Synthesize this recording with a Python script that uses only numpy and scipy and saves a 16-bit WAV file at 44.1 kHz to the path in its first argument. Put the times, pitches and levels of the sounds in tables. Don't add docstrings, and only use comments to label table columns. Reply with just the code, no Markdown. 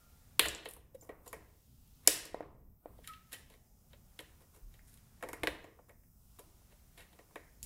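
import sys
import numpy as np
from scipy import signal
from scipy.fft import rfft, irfft, next_fast_len
from scipy.io import wavfile
from scipy.ndimage import uniform_filter1d, map_coordinates

SR = 44100
rng = np.random.default_rng(int(sys.argv[2]) if len(sys.argv) > 2 else 0)


def log_audio(samples):
    frames = np.atleast_2d(samples).T
    limited = np.clip(frames, -1, 1)
    pcm = np.round(limited * 32767).astype(np.int16)
    wavfile.write(sys.argv[1], SR, pcm)


def boost_factor(decibels):
    exponent = np.asarray(decibels, float) / 20
    return 10 ** exponent


N = 337365

# freq_hz, density_db_per_hz
RUMBLE_SPECTRUM = [(8.8, -40.5), (15, -6.5), (55, -1.5), (130, -9.5), (204, -14), (269, -18.5), (308, -35),
                   (400, -28), (520, -76.5), (880, -120)]
# time_s, level_db; it swells with the heavier blows and drops briefly at 1.64 s and
# 2.83 s
RUMBLE_LEVEL = [(0.0, -77), (0.04, -64.5), (0.36, -64), (0.47, -52), (0.58, -65.5), (1.25, -66),
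                (1.38, -58), (1.64, -76), (1.66, -66), (2.73, -61.5), (2.83, -76.5), (2.9, -60.5),
                (3.32, -66), (5.41, -62.5), (5.43, -53), (5.67, -67), (7.56, -66.5), (7.65, -56.5)]
RUMBLE_GAIN_DB, RUMBLE_SWAY_DB = 2.5, 1.05

BAND_EDGES_HZ = [280, 900, 1500, 2500, 4800, 7600, 12100, 15800]
# hiss_db, memory_s, cut_db_per_db under remembered level, deepest_cut_db
SUPPRESSOR = [(-78, 0.71, 0.47, 16), (-81, .65, 0.8, 11.5), (-81.5, .75, 1, 15), (-79.5, 0.72, 1, 25.5),
              (-77, 0.81, 0.83, 27), (-75, .72, 0.73, 25), (-75.5, 0.47, 0.4, 13)]
LOUD_POWER = .22
FAST_S, SMOOTH_S = 0.058, 0.022
TAIL_SHARE = 0.19

# freq_hz, t60_s
ROOM_DECAY = [(250, .75), (1000, .68), (3000, .55), (8000, .4), (12000, .33), (16000, .28)]
# freq_hz, gain_db
TOP_ROLLOFF = [(15500, -0.5), (16000, -10.5), (16800, -26)]
TOP_HZ = 16800

# freq_hz, width_hz, level_db
BOARD = [(309.8, 25, -2), (440, 35, 2.5), (503.8, 40, -1), (580, 43, 0), (689, 60, -6.5), (872, 90, -4),
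         (1080, 140, -12)]
# freq_hz, width_hz, level_db
JOINT = [(1611, 290, -14), (1906, 97, 2), (2156, 69, -2), (2311, 130, -2)]
# freq_hz, width_hz, level_db
BLADES = [(2680, 210, -3), (3080, 60, 3.5), (3294, 110, -2), (3850, 350, 1), (4355, 110, -7.5)]
# freq_hz, width_hz, level_db
LEAD = [(5790, 1800, 1.5), (6100, 2400, 6), (7055, 5200, -1)]
# freq_hz, width_hz, level_db
OFFCUT = [(8385, 1100, -1.5), (11100, 4500, 4), (12120, 900, -6.5), (12550, 900, -10.5), (13600, 850, -6.5)]
BODIES = [BOARD, JOINT, BLADES, LEAD, OFFCUT]
DRIVE_DB = [6.1, 4.2, 3.6, 2.9, 4.2]

# start_s, pitch_hz, level_db before rise and decay, t60_s, rise_s
RINGS = [(0, 1385, -70, .9, .004), (0, 1250, -75, .9, .004), (.9455, 530, -15, .032, .012),
         (1.009, 7250, -44, .04, .002), (1.012, 13600, -56, .1, .003), (1.022, 6150, -43, .035, .006),
         (1.274, 7000, -47, .07, .003), (3.076, 1278, -19, .13, .05), (3.08, 1292, -59, .9, .02),
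         (3.335, 1880, -47, .1, .004), (4.62, 36, -43, .5, .01), (5.641, 480, -39, .05, .005)]
# start_s, length_s, board_db, cutter_db, wire_db
SCRAPES = [(0.649, 0.022, -83, -82, -61), (0.68, 0.076, -73, -92, -66), (0.941, 0.022, -69.5, -72, -68.5),
           (1.016, 0.092, -76, -86, -73), (1.257, 0.034, -60.5, -71.5, -65), (2.027, .13, -72, -72.5, -73),
           (3.024, 0.15, -94.5, -72, -71.5), (3.312, 0.07, -68, -59.5, -58), (3.373, 0.056, -74, -80, -74),
           (3.499, .088, -76, -76, -77.5), (4.193, 0.027, -62.5, -75, -64.5),
           (4.398, 0.049, -73, -81.5, -79.5), (4.531, 0.064, -72, -79.5, -72),
           (4.842, 0.17, -91, -84, -74.5), (5.877, 0.05, -67, -89, -79), (6.7, 0.043, -72.5, -76, -87),
           (6.966, 0.089, -66.5, -63.5, -66.5), (7.632, 0.024, -92, -74, -54.5)]
SCRAPE_LEAD_DB = -4

# start_s, strength_db, softness (0-2)
NUDGES = [(.5488, -49.5, .8), (0.7649, -51.5, 1), (1.0234, -55, .8), (5.2355, -36, 0.67),
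          (5.6425, -46.5, .5), (5.7897, -54, .9), (6.3927, -49, 1.25), (6.6159, -68, 1), (7.1895, -51, .45),
          (7.3093, -59.5, 1)]
SOFT_DB = [2, -13.5, -25, -28, -31]
# start_s, strength_db, lead_re_strength_db
TICKS = [(0.4847, -39, 8), (0.5489, -61, 22), (.6885, -42, -26), (0.7104, -45.5, -37), (0.7363, -44.5, -26),
         (0.7654, -52, -22), (1.0105, -61, 5), (1.2781, -46, -2), (1.8766, -64, -28), (4.9409, -55.5, -11),
         (6.3929, -46.5, -7.5), (7.3082, -65, -31), (7.6291, -40, 1)]
TICK_DB = [-26, -27.5, -10.5]
# start_s, strength_db, board_re_strength_db, wire_re_strength_db
TOUCHES = [(.4595, -38.5, -1, 1), (.6565, -38.5, -1.8, -17), (2.2539, -50.5, 1, 4.5),
           (2.9825, -65.5, -8.5, -9.5), (3.0425, -55, -28, -16), (3.0745, -42.5, -20, -0.2),
           (3.1349, -48, -28, -14), (3.3295, -42, -7.5, 2), (3.5005, -57.5, 0.5, -2),
           (3.9315, -54.5, -0.3, -13.5), (4.1905, -39.5, -11.5, -9.5), (4.7395, -58, -2.5, -5),
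           (4.9735, -61.5, -27, 1), (6.3875, -58.5, 7.5, -3), (7.1295, -59.5, 4.5, -9)]
TOUCH_DB = [-3.5, -1]
# start_s, strength_db, board_re_strength_db, wire_re_strength_db
CLACKS = [(.4545, -31.5, -2.5, -16), (1.092, -44, 6.5, -15), (1.3295, -40, 3, -4.5), (2.4265, -55, 8, -30),
          (3.0945, -57.5, -13, -33), (4.7905, -57, -16, -18), (5.2082, -60, 6, -11),
          (5.2261, -38.5, 3.5, -9.5), (5.288, -43.5, 4.5, -2), (5.3315, -38.5, 1.5, -4.5),
          (5.8935, -51, -8, -13), (6.0345, -66, -19.5, -16), (7.3575, -38.5, -2.3, -16.5)]
CLACK_DB = [0.5, -13.5]
WIRE_DB = [-2.5, 1]

# start_s, strength_db, softness (0-2)
KNOCKS = [
    (2.3448, -34.5, 0.76),
    (2.4064, -37.5, 0.92),
    (2.8577, -43, .9),
    (2.9899, -56, 1.24),
]
MAT_S = 0.00059
THUD_DB, THUD_HZ, THUD_S = 8.5, 577, 0.00074

# start_s, strength_db, board_re_strength_db, wire_re_strength_db
SNAPS = [
    (5.4342, -33, 4.5, -7.5),
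    (5.4722, -28, -2, -11),
]
SNAP_DB = [.3, -2.5]
CLICK_DB, CLICK_HZ, CLICK_S = 12.5, 2330, 0.00021

# start_s, board_db, blades_db, lead_db, offcut_db
SNIPS = [
    (0.3938, -25, -13, -24, -18),
    (2.0742, -27.5, -19, -11.5, -11.5),
]
SNIP_JOINT_DB = 6


def unit(x):
    return x / np.sqrt(np.mean(x ** 2) + 1e-20)


def along(points, hz):
    f, v = np.transpose(points)
    return np.interp(np.log(hz + 1), np.log(f + 1), v)


def wobble(rate_hz):
    knots = rng.standard_normal(int(N * rate_hz / SR) + 4)
    return map_coordinates(knots, [np.arange(N) * rate_hz / SR])


def filtered(x, response):
    m = next_fast_len(N + SR // 2)
    return irfft(rfft(x, m) * response(np.fft.rfftfreq(m, 1 / SR)), m)[..., :N]


def mean(x, seconds, late=0):
    size = 2 * round(seconds * SR / 2) + 1
    return np.abs(uniform_filter1d(x, size, origin=late * (size // 2), mode="nearest"))


def background():
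    rumble = filtered(rng.standard_normal(N), lambda hz: boost_factor(along(RUMBLE_SPECTRUM, hz)))
    level_db = np.interp(np.arange(N) / SR, *np.transpose(RUMBLE_LEVEL))
    return boost_factor(level_db + RUMBLE_GAIN_DB + RUMBLE_SWAY_DB * wobble(6)) * unit(rumble)


def hiss(sound):
    out = sound.copy()
    for low, high, (hiss_db, memory_s, slope, max_cut_db) in zip(BAND_EDGES_HZ, BAND_EDGES_HZ[1:], SUPPRESSOR):
        pair = np.array([sound, rng.standard_normal(N)])
        heard, noise = filtered(pair, lambda hz: (hz > low) & (hz <= high))
        now = mean(heard ** 2, FAST_S) + boost_factor(2 * hiss_db)
        before = mean(now ** LOUD_POWER, memory_s, late=1) ** (1 / LOUD_POWER)
        cut_db = np.clip(slope * 10 * np.log10(before / now), 0, max_cut_db)
        cut_db = mean(cut_db, SMOOTH_S)
        out += boost_factor(hiss_db - cut_db + .5 * wobble(3.1)) * unit(noise)
        out += (boost_factor(-TAIL_SHARE * cut_db) - 1) * heard
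    return out


def room(x, gap_s, count=3):
    hz, t, z = signal.stft(rng.standard_normal((count, SR)), SR, nperseg=256)
    decay = boost_factor(-60 * t / along(ROOM_DECAY, hz)[:, None])
    tails = signal.istft(z * decay, SR, nperseg=256)[1]
    path = np.arange(N) // (SR // 8) % count == np.arange(count)[:, None]
    late = np.pad(x * path, ((0, 0), (round(gap_s * SR), 0)))
    return signal.fftconvolve(late, tails / np.linalg.norm(tails[0]), axes=1).sum(axis=0)[:N]


def body_response(modes, f, spread):
    tone = 0
    for k, (center_hz, width_hz, db) in enumerate(modes):
        loss = 1j * f * width_hz * spread
        tone = tone + (-1) ** k * boost_factor(db) * loss / (center_hz * center_hz - f * f + loss)
    tone = tone + boost_factor(-11.5)
    edges_hz = [.8 * modes[0][0], 1.15 * modes[-1][0]]
    tone = tone * signal.freqs(*signal.butter(3, edges_hz, "bandpass", analog=True), f)[1]
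    return tone / np.sqrt(np.mean(np.abs(tone) ** 2))


def bodies(force, spread):
    def responses(hz):
        return np.array([body_response(modes, hz, spread) for modes in BODIES])
    return boost_factor(DRIVE_DB) @ filtered(force[:, :N], responses)


def contacts(events, force, kicks, contact_s, rise_s, spike_db, settle_s, settle_db):
    t = np.arange(SR // 20) / SR
    shape = np.exp(-t / contact_s) + boost_factor(settle_db) * np.exp(-t / settle_s)
    shape = shape * (1 - np.exp(-t / rise_s))
    size = np.linalg.norm(shape)
    for s, *push_db in events:
        push = shape * rng.standard_normal((len(BODIES), len(t)))
        push *= size / np.linalg.norm(push, axis=1, keepdims=True)
        push[:, 0] = boost_factor(spike_db) * size
        force[:, round(s * SR):][:, :len(t)] += boost_factor(push_db)[:, None] * push
        later = np.round((s + rng.uniform(0, 0.0081, len(BODIES))) * SR).astype(int)
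        kicks[np.arange(len(BODIES)), later] += boost_factor(push_db) * size


def steel(rows, cutter_db):
    out = []
    for s, db, board_db, wire_db in rows:
        wire = wire_db + np.array(WIRE_DB)
        out.append((s, *(db + np.array([board_db, *cutter_db, *wire]))))
    return out


def soft(rows, gain_db=0):
    return [(s, *(db + gain_db + softness * np.array(SOFT_DB))) for s, db, softness in rows]


def thuds(rows, over_db, hz, push_s):
    blows, t = np.zeros(N), np.arange(SR // 50) / SR
    for s, db, *_ in rows:
        blows[round(s * SR)] = boost_factor(db + over_db)
    swing = t / push_s * np.exp(1 - t / push_s) * np.sin(2 * np.pi * hz * t)
    return signal.fftconvolve(blows, swing)[:N]


def rings():
    out, t = np.zeros(N + SR), np.arange(SR // 2) / SR
    for s, hz, db, t60_s, rise_s in RINGS:
        phase = 2 * np.pi * hz * t + 0.84 * wobble(hz / 18)[:len(t)]
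        level = boost_factor(db - 60 * t / t60_s) * (1 - np.exp(-t / rise_s)) ** 2
        out[round(s * SR):][:len(t)] += level * np.sin(phase)
    return out[:N]


def scrapes():
    force = np.zeros((len(BODIES), N + SR))
    for s, length_s, board_db, cutter_db, wire_db in SCRAPES:
        grit = boost_factor(3.5 * wobble(300)[:SR // 4]) * rng.standard_normal((len(BODIES), SR // 4))
        swell = np.sin(np.pi * np.linspace(0, 1, round(length_s * SR)) ** .65) ** 2
        level = boost_factor([board_db, cutter_db, cutter_db, wire_db + SCRAPE_LEAD_DB, wire_db])[:, None]
        force[:, round(s * SR):][:, :len(swell)] += level * swell * unit(grit[:, :len(swell)])
    return force


def knocks():
    force, kicks = np.zeros((2, len(BODIES), N + SR))
    contacts(soft(KNOCKS, gain_db=-3), force, kicks, contact_s=0.00054, rise_s=0.00035, spike_db=6.0,
             settle_s=0.015, settle_db=-21.5)
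    cushion = np.hanning(round(2 * MAT_S * SR) + 2)
    force[0] = signal.fftconvolve(force[0], cushion / cushion.sum())[:N + SR]
    return force, boost_factor(7) * kicks


def taps(force, kicks):
    ticks = [(s, *(db + np.array([*TICK_DB, lead_db, 0]))) for s, db, lead_db in TICKS]
    rows = steel(CLACKS, CLACK_DB) + steel(TOUCHES, TOUCH_DB) + ticks + soft(NUDGES)
    contacts(rows, force, kicks, contact_s=0.00065, rise_s=0.00034, spike_db=-2.0,
             settle_s=0.012, settle_db=-14.5)


def snaps(force, kicks):
    contacts(steel(SNAPS, SNAP_DB), force, kicks, contact_s=0.00061, rise_s=0.0002, spike_db=-4.0,
             settle_s=0.0086, settle_db=-12)


def snips(force, kicks):
    rows = [(s, board_db, board_db + SNIP_JOINT_DB, *rest) for s, board_db, *rest in SNIPS]
    contacts(rows, force, kicks, contact_s=0.0016, rise_s=0.00037, spike_db=-11.5,
             settle_s=0.0067, settle_db=-21)


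def scene():
    force, kicks = knocks()
    snips(force, kicks)
    taps(force, kicks)
    snaps(force, kicks)
    drag = scrapes()
    tones = rings()
    diffuse = bodies(kicks + drag, spread=1.8) + boost_factor(-8) * tones
    sound = bodies(force + drag, spread=0.75) + tones
    sound += thuds(KNOCKS, THUD_DB, THUD_HZ, THUD_S)
    sound += thuds(SNAPS, CLICK_DB, CLICK_HZ, CLICK_S)
    sound += boost_factor(-8.5) * room(diffuse, gap_s=.003)
    return (hiss(sound) + background())[None]


def roll_off(x):
    return signal.sosfilt(signal.butter(12, 16850, fs=SR, output="sos"), x)


def record(dry):
    mix = filtered(dry, lambda hz: (hz < TOP_HZ) * boost_factor(along(TOP_ROLLOFF, hz)))
    return roll_off(mix)


dry = scene()
out = record(dry)
log_audio(out)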